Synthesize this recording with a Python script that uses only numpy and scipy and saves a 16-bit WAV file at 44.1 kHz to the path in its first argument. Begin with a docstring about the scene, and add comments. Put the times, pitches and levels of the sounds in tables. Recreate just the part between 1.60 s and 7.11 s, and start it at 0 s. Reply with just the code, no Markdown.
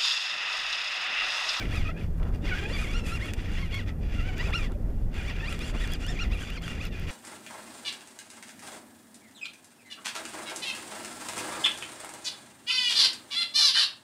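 """Open boat: a small baitcasting reel is cranked in quick jerks, close to the microphone.
Gear teeth whine and rasp through the reel frame at a rate that follows the hand; filtered noise is the line hiss.
Loose parts tick and hands scuff the rod, as decaying noise bursts and swells of low noise.
Wind rumble and hull wash are coloured noise; a low hum wavers in pitch and level; gliding tones glug at the hull."""
import sys
import numpy as np
from scipy import signal
from scipy.fft import rfft, irfft, next_fast_len
from scipy.io import wavfile
from scipy.ndimage import uniform_filter1d

SR = 44100
rng = np.random.default_rng(int(sys.argv[2]) if len(sys.argv) > 2 else 0)


def field_ratio(decibels):
    """Amplitude ratio for a level in dB (20 dB per decade); scalars and array-likes work."""
    return 10 ** (np.asarray(decibels, dtype=float) / 20)


def unload_wav(signal):
    """Save mono or channel-first audio to the path in sys.argv[1] as 16-bit WAV at rate SR, clipped to [-1, 1]."""
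    wavfile.write(
        sys.argv[1],
        SR,
        np.round(np.clip(np.atleast_2d(signal).T, -1, 1) * 32767).astype(np.int16),
    )


N = 242849
T = np.arange(N) / SR

# Wind and wash over time. Each row: time in seconds, wind rumble in dB, wash in dB.
WEATHER = [(0.0, -32, -38), (0.21, -25, -44.5), (0.37, -34, -41.5), (0.43, -24, -41.5), (0.55, -29, -43),
           (0.58, -21, -44), (0.63, -29, -42.5), (1.15, -31, -40.5), (2.14, -28, -44.5), (3.02, -28, -42),
           (3.46, -27, -44.5), (3.52, -36.5, -43.5), (3.58, -31, -43), (4.6, -31, -43), (4.7, -27, -41.5),
           (4.81, -35, -44.5), (5.41, -30.5, -45), (5.5, -30, -43)]
# Broad colour of the reel frame. Each row: frequency in Hz, gain in dB.
FRAME_COLOUR = [(300, -16.5), (700, -1.5), (1000, -5.5), (1400, -1), (2000, 3), (2800, 1), (3500, -6.5),
                (4100, -9), (5500, -9), (8000, -24.5), (11000, -30), (15500, -23.5)]
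# Resonances of the reel frame. Each row: centre in Hz, width in Hz, peak above the broad colour in dB.
FRAME_MODES = [(1352, 230, 5), (1916, 140, 4.4), (2428, 143, 6.6), (2782, 61, 9.2), (3416, 216, 9.9),
               (4730, 100, 9.3), (6200, 120, 5.7), (7290, 140, 7), (9280, 170, 10.2), (11800, 180, 1.3)]


def level(x, db):
    """Set the rms level."""
    return x * field_ratio(db) / np.sqrt(np.mean(x ** 2))


def colour(x, points, modes=()):
    """Minimum-phase filter through (Hz, dB) points, with resonances (Hz, width Hz, dB) on top."""
    size = next_fast_len(N + 8192, True)
    hz = np.maximum(np.arange(size // 2 + 1) * SR / size, 1)
    points_hz, points_db = np.transpose(points)
    gain_db = np.interp(np.log(hz), np.log(points_hz), points_db)
    for centre_hz, width_hz, top_db in modes:
        gain_db = gain_db + top_db / (1 + (2 * (hz - centre_hz) / width_hz) ** 2)
    # folding the cepstrum makes the filter causal
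    cepstrum = irfft(np.log(field_ratio(gain_db)), size)
    cepstrum[1:size // 2] *= 2
    cepstrum[size // 2 + 1:] = 0
    response = np.exp(rfft(cepstrum))
    return irfft(rfft(x, size) * response, size)[:N]


def walk(rate_hz):
    """Random levels held 1 / rate_hz, smoothed twice over that time; standard deviation 1."""
    hold = max(int(SR / rate_hz), 60)
    steps = rng.standard_normal(N // 50)[np.arange(N) // hold]
    smooth = uniform_filter1d(uniform_filter1d(steps, hold), hold)
    return smooth / smooth.std()


def curves(table):
    """Columns of a table joined by straight lines in time."""
    time_s, *columns = np.transpose(table)
    return [np.interp(T, time_s, column) for column in columns]


def swells(starts_s, ends_s, start_db, end_db, rise_db_s, fall_db_s):
    """Loudest of several plateaus in dB, each with straight flanks."""
    out_db = np.full(N, -200.)
    for a_s, b_s, a_db, b_db in zip(starts_s, ends_s, start_db, end_db):
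        top_db = np.interp(T, [a_s, max(b_s, a_s + 1e-4)], [a_db, b_db])
        rise_db = rise_db_s * np.maximum(a_s - T, 0)
        fall_db = fall_db_s * np.maximum(T - b_s, 0)
        out_db = np.maximum(out_db, top_db - rise_db - fall_db)
    return out_db


def wind():
    """Wind buffets the microphone: low noise whose level follows the weather."""
    # Each row: frequency in Hz, gain in dB.
    rumble_colour = [(8, -13.5), (18, -1), (30, 3.5), (60, -4.5), (95, -6.5), (130, -15.5), (250, -23.5),
                     (500, -67.5)]
    rumble_db, _ = curves(WEATHER)
    rumble = level(colour(rng.standard_normal(N), rumble_colour), 0)
    return rumble * field_ratio(rumble_db + 0.4 * walk(10))


def wash():
    """Water washes around the hull: unsteady noise, mostly low."""
    # Each row: frequency in Hz, gain in dB.
    wash_colour = [(100, -15.5), (200, 0), (400, -7), (725, -15.5), (1050, -25.5), (2000, -30), (3000, -61),
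                   (5000, -48), (15500, -79)]
    _, wash_db = curves(WEATHER)
    grain = rng.standard_normal(N) * field_ratio(1.16 * walk(30))
    return level(colour(grain, wash_colour), 0) * field_ratio(wash_db)


def hum():
    """A low tone wavers in pitch and level."""
    centre_hz, hum_db = 159.5, -45.5
    hz = centre_hz * (1 + 0.0363 * walk(30))
    tone = np.cos(2 * np.pi * np.cumsum(hz) / SR)
    return level(tone * field_ratio(2.6 * walk(15)), hum_db)


def glugs():
    """Air pockets close at the hull: short tones that glide."""
    # Each row: start in seconds, start pitch in Hz, end pitch in Hz, peak in dB, length in seconds.
    glug_rows = [(0.828, 286, 310.3, -35.5, 0.029), (1.011, 433, 345.4, -37.5, 0.032),
                 (1.042, 398.6, 433, -37, 0.02), (1.101, 400, 620, -36.5, 0.027),
                 (2.818, 1010, 1051, -43, 0.014), (2.847, 378.3, 401, -42, 0.041),
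                 (2.877, 608, 704, -44, 0.018), (2.89, 843, 900, -41, 0.016), (3.109, 337, 372, -38, 0.024),
                 (3.15, 566, 603, -39.5, 0.024), (3.188, 495, 520, -43.5, 0.026),
                 (4.123, 582, 620, -41, 0.017), (4.495, 712, 729, -42.5, .025)]
    out = np.zeros(N)
    for start_s, start_hz, end_hz, peak_db, length_s in glug_rows:
        t = T[:int(length_s * SR)]
        hz = start_hz + (end_hz - start_hz) * t / length_s
        swell = field_ratio(peak_db) * np.sin(np.pi * t / length_s)
        i = int(start_s * SR)
        out[i:i + len(t)] += swell * np.sin(2 * np.pi * np.cumsum(hz) / SR)
    return out


def rubs():
    """Hands shift on the rod: short grainy low scuffs."""
    # Each row: centre in seconds, level at the centre in dB, half length (to 1/e) in seconds.
    rub_rows = [(0.616, -49, 0.042), (.69, -49.5, 0.058), (0.883, -48.5, 0.053), (2.79, -69, 0.016),
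                (2.895, -39.5, 0.028), (3.108, -47.5, 0.021), (3.587, -58, 0.035), (4.152, -44.5, 0.025)]
    # Each row: frequency in Hz, gain in dB.
    rub_colour = [(150, -11), (350, -5), (550, -1), (900, -5.5), (1500, -3.5), (2500, -34), (5000, -77)]
    swell = sum(field_ratio(db) * np.exp(-((T - centre_s) / half_s) ** 2) for centre_s, db, half_s in rub_rows)
    grain = rng.standard_normal(N) * field_ratio(2.5 * walk(120))
    return swell * level(colour(grain, rub_colour), 0)


def ticks():
    """Loose parts tick: decaying noise, sharp and bright, with a duller knock through the frame."""
    tick_decay_s, knock_decay_s = 0.00057, 0.0016
    # Each row: start in seconds, sharp tick in dB, frame knock in dB; both levels before filtering.
    tick_rows = [(0.055, -52, -22.5), (0.1451, -51, -39), (0.3774, -58, -50), (0.507, -58, -56),
                 (0.5986, -62, -40), (0.63, -60, -29.5), (0.637, -50, -43), (0.653, -56, -38),
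                 (0.6844, -54, -58), (0.7264, -57, -46), (0.748, -48, -42), (0.759, -51, -42),
                 (0.8225, -55, -42), (1.0524, -59, -26), (1.6573, -39, -34), (1.7362, -30, -27),
                 (1.742, -41, -42), (1.7935, -62, -31), (1.983, -57, -31), (2.144, -38, -26),
                 (2.151, -38, -36), (2.292, -64, -27), (2.781, -35, -46), (3.12, -45, -44),
                 (3.304, -58, -54), (3.5438, -47, -44), (3.7414, -56, -44), (3.926, -36, -21),
                 (3.9913, -36, -39), (4.2752, -37, -28), (4.3201, -36, -46), (4.336, -30.5, -30),
                 (4.413, -45, -43), (4.4657, -32.5, -35), (4.8194, -50, -28), (4.9028, -40, -26),
                 (5.0217, -40, -45), (5.0794, -40, -21), (5.2394, -41, -46), (5.2529, -33.5, -30),
                 (5.2704, -43, -38), (5.3976, -40, -47)]
    # Each row: frequency in Hz, gain in dB.
    tick_colour = [(2500, 3), (5500, 4), (8000, 4.5), (12000, 1), (15000, 0)]
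    sharp, knock, t = np.zeros(N), np.zeros(N), T[:800]
    signs = np.sign(rng.standard_normal((len(tick_rows), 2, len(t))))
    for (start_s, tick_db, knock_db), (tick_signs, knock_signs) in zip(tick_rows, signs):
        i = int(start_s * SR)
        sharp[i:i + len(t)] += field_ratio(tick_db) * tick_signs * np.exp(-t / tick_decay_s)
        knock[i:i + len(t)] += field_ratio(knock_db) * knock_signs * np.exp(-t / knock_decay_s)
    dull = uniform_filter1d(knock, size=5)
    return colour(sharp, tick_colour) + colour(dull, FRAME_COLOUR, FRAME_MODES)


def hand():
    """Pulls on the crank set the rasp; jerks within them set tooth rate and whine level."""
    # Each row: start in seconds, length in seconds, base rasp at start in dB, base rasp at end in dB.
    pulls = [(0, 0.092, -38.5, -47), (0.091, .21, -41.5, -42.5), (0.377, 0.065, -48.5, -48),
             (.56, 0.081, -66, -57), (0.674, .015, -50.5, -54), (0.742, 0.0097, -51, -47),
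             (.775, 0.044, -62, -67), (.857, .17, -40, -39.5), (1.039, 0.06, -51, -42),
             (1.104, .29, -42.5, -42.5), (1.465, 0.11, -38.5, -45.5), (1.598, 0.11, -44.5, -44.5),
             (1.736, .01, -46, -48), (1.78, 0.1, -45, -45), (1.889, 0.14, -42, -44.5),
             (2.044, 0.029, -45, -44.5), (2.115, .1, -43, -45.5), (2.281, 0.021, -44.5, -48.5),
             (2.432, 0.096, -48.5, -46.5), (2.532, 0.2, -45.5, -44.5), (2.772, .13, -40, -43),
             (2.933, 0.13, -46, -41.5), (3.096, .05, -58, -56), (3.547, .17, -44, -40),
             (3.759, .12, -43, -44.5), (3.891, 0.21, -42.5, -42), (4.148, 0.21, -43, -45),
             (4.407, 0.047, -43, -44.5), (4.47, 0.089, -42.5, -44), (4.576, 0.081, -43.5, -41.5),
             (4.719, 0.25, -43, -44.5), (5.033, 0.15, -42, -43.5), (5.19, 0.076, -45.5, -43),
             (5.33, .12, -46.5, -45), (5.472, 0.03, -46, -40.5)]
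    # Each row: start in seconds, top in seconds, tooth rate at start in Hz, tooth rate at top in Hz,
    # whine under full load in dB. After its top the speed slides to the start of the next jerk.
    jerks = [(0, .01, 804, 781.4, -39), (0.038, 0.034, 670.6, 676, -50), (.105, .135, 679.5, 959.5, -46),
             (.14, .154, 1054, 1310, -38.5), (0.188, .2, 1172, 1150, -47.5), (0.253, 0.284, 625, 626, -45),
             (0.335, 0.389, 752, 865, -49.5), (0.428, 0.437, 720, 706, -62),
             (.855, 0.881, 929, 1122, -39.5), (0.898, .93, 850, 721.5, -39.5),
             (0.943, 0.977, 735, 837, -38.5), (1.008, 1.04, 769, 809, -45.5),
             (1.094, 1.156, 884, 1200, -41), (1.173, 1.225, 1076, 1282, -40),
             (1.26, 1.301, 1000, 1133, -42.5), (1.323, 1.377, 1157, 1457, -41.5),
             (1.402, 1.45, 1345, 1360, -46.5), (1.481, 1.554, 1188, 1414, -41),
             (1.597, 1.644, 746, 1129, -42.5), (1.673, 1.68, 1042, 971, -39.5),
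             (1.696, 1.801, 848, 875, -55), (1.868, 1.948, 581, 826, -50.5),
             (1.966, 2.009, 886, 1134, -43.5), (2.103, 2.131, 766, 1115, -39),
             (2.147, 2.175, 1086, 1120, -40.5), (2.21, 2.24, 852, 620, -54), (2.273, 2.293, 610, 652, -47),
             (2.53, 2.556, 559.4, 705, -42), (2.572, 2.59, 703, 682, -43), (2.611, 2.679, 659, 775, -44.5),
             (2.715, 2.728, 725, 738.6, -46), (2.777, 2.808, 760, 974, -44), (2.82, 2.865, 1025, 1291, -43),
             (2.925, 2.952, 818, 1392, -37), (2.967, 2.98, 1425, 1356, -36.5),
             (2.995, 3.029, 1223, 1162, -42), (3.078, 3.088, 882, 880, -62),
             (3.556, 3.586, 671.5, 826, -43.5), (3.618, 3.69, 697, 1161, -43.5),
             (3.721, 3.758, 661, 800, -51), (3.794, 3.848, 830, 922.5, -40.5),
             (3.861, 3.916, 1000, 1398, -42), (3.952, 3.957, 1145, 1139, -60),
             (3.999, 4.04, 1110, 1388, -44), (4.048, 4.069, 1420, 1733, -53),
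             (4.098, 4.105, 1468, 1461, -58), (4.134, 4.165, 799, 1386, -45),
             (4.197, 4.228, 1554, 1965, -43), (4.276, 4.333, 1052, 1733, -44.5),
             (4.365, 4.379, 1241, 1253, -62), (4.43, 4.458, 1380, 1432, -41.5),
             (4.47, 4.5, 1530, 1877, -41.5), (4.548, 4.56, 1344, 1250, -47),
             (4.579, 4.615, 954, 1446, -42.5), (4.64, 4.66, 1275, 1006, -58),
             (4.712, 4.735, 1008, 1381, -41.5), (4.762, 4.82, 1118, 1660, -46.5),
             (4.864, 4.876, 1073, 1177, -58), (4.889, 4.956, 1121, 1614, -44.5),
             (4.979, 4.99, 1100, 1046, -60), (5.015, 5.045, 1117, 1624, -46),
             (5.09, 5.113, 1325, 1442, -43), (5.14, 5.172, 1316, 801, -52), (5.2, 5.242, 1052, 1490, -45.5),
             (5.283, 5.364, 987, 835, -50.5), (5.402, 5.49, 757, 1136, -50.5)]
    pull_rise_db_s, pull_fall_db_s, rest_db = 517, 420, -67
    whine_rise_db_s, whine_fall_db_s = 452, 502
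    attack_s, longest_hold_s = 0.014, 0.021
    hold_share = 0.76  # of the slowing that still sings
    round_top = .45  # 0 pointed, 1 flat tops
    load_full_db, load_slope = -48.5, 0.48  # teeth stop singing as the rasp sinks under this level
    rasp_per_whine = 0.084  # dB per dB

    start_s, length_s, start_db, end_db = np.transpose(pulls)
    rasp_db = swells(start_s, start_s + length_s, start_db, end_db, pull_rise_db_s, pull_fall_db_s)
    rasp_db = np.maximum(rasp_db, rest_db)

    start_s, top_s, start_hz, top_hz, jerk_db = np.transpose(jerks)
    # position along the chain start, top, start..; bent so that the speed lingers at each top and turns sharply
    # at each start
    chain = np.arange(2 * len(start_s))
    place = np.interp(T, np.ravel([start_s, top_s], "F"), chain)
    place = place + round_top * np.sin(np.pi * place) / np.pi
    tooth_hz = np.interp(place, chain, np.ravel([start_hz, top_hz], "F"))
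    tooth_hz = uniform_filter1d(tooth_hz, size=250)

    slowing_s = np.append(start_s[1:], T[-1]) - top_s
    hold_s = np.minimum(hold_share * slowing_s, longest_hold_s)
    whine_db = swells(start_s + attack_s, top_s + hold_s, jerk_db, jerk_db, whine_rise_db_s, whine_fall_db_s)
    whine_db = whine_db + load_slope * np.minimum(rasp_db - load_full_db, 0)
    rasp_db = rasp_db + rasp_per_whine * (np.maximum(whine_db, -55) + 24.5)
    return rasp_db + 1.47 * walk(40), tooth_hz, whine_db


def line(rasp_db, tooth_hz):
    """Hiss of line and bearings follows effort and speed, rings the frame; its bands flare one by one."""
    over_rasp_db, db_per_octave = -11.5, 8  # over the rasp at 1000 teeth a second; faster is louder
    flare_db, flares_per_s = 2.5, 9
    # Each row: frequency in Hz, gain in dB.
    line_colour = [(3000, 9.5), (5000, 0.5), (7000, 8.5), (10000, 1), (12500, -4.5), (15500, -39)]
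    # Edges between the flaring bands in Hz.
    edges_hz = [4500, 6500, 8500, 11500, 14500]
    grain = rng.standard_normal(N) * field_ratio(1.8 * walk(500))
    hiss = level(colour(grain, line_colour, FRAME_MODES), 0)
    lows = [signal.sosfilt(signal.butter(3, hz, fs=SR, output="sos"), hiss) for hz in edges_hz]
    bands = np.diff([0 * hiss, *lows, hiss], axis=0)
    hiss = sum(band * field_ratio(flare_db * walk(flares_per_s)) for band in bands)
    speed_db = db_per_octave * np.log2(tooth_hz / 1e3)
    return hiss * field_ratio(rasp_db + over_rasp_db + speed_db + 1.6 * walk(24.99))


def gears(rasp_db, tooth_hz, whine_db):
    """Each tooth is a short push; sliding flanks rasp once a tooth; both ring the frame."""
    # Overtones of one tooth push at 1000 teeth a second, from the fundamental up, in dB.
    tooth_db = [-3, 1, -1, -1, -8, -13]
    bright_db_per_octave = 1.2  # each higher overtone gains this as the speed doubles
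    tooth_hz = tooth_hz * (1 + .017 * walk(300))
    phase = 2 * np.pi * np.cumsum(tooth_hz) / SR
    octaves = np.log2(tooth_hz / 1e3)

    whine = np.zeros(N)
    for k, db in enumerate(tooth_db):
        # uneven teeth: every overtone swells and breaks up alone
        flutter_db = 3.3 * walk(60) + 2.8 * walk(300)
        overtone_db = db + flutter_db + k * bright_db_per_octave * octaves
        whine += field_ratio(overtone_db) * np.cos((k + 1) * phase)
    whine = colour(whine, FRAME_COLOUR, FRAME_MODES)
    # even out the running rms, so that whine_db holds at any speed
    whine /= np.sqrt(uniform_filter1d(whine ** 2, size=1500))
    whine *= field_ratio(whine_db + 3.26 * walk(45))

    rasp = rng.standard_normal(N) * (1 + .5 * np.cos(phase)) * field_ratio(1.5 * walk(600))
    rasp = level(colour(rasp, FRAME_COLOUR, FRAME_MODES), 0)
    return whine + field_ratio(rasp_db) * rasp


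def scene():
    """Everything is near and outdoors: no echo."""
    rasp_db, tooth_hz, whine_db = hand()
    background = wind() + wash() + hum() + glugs()
    handling = rubs() + ticks()
    reel = line(rasp_db, tooth_hz) + gears(rasp_db, tooth_hz, whine_db)
    return (background + handling + reel)[None]


def roll_off(x):
    """The treble ends steeply here."""
    return signal.sosfilt(signal.butter(12, 15710, fs=SR, output="sos"), x)


def record(dry):
    """Microphone hiss joins, then a steep low-pass cuts the top."""
    hiss_db, top_hz = -68.5, 15350  # hiss level before the cut
    wet = dry + field_ratio(hiss_db) * rng.standard_normal(dry.shape)
    wet = signal.sosfilt(signal.ellip(12, .2, 70, top_hz, fs=SR, output="sos"), wet)
    return roll_off(wet)


dry = scene()
out = record(dry)
unload_wav(out)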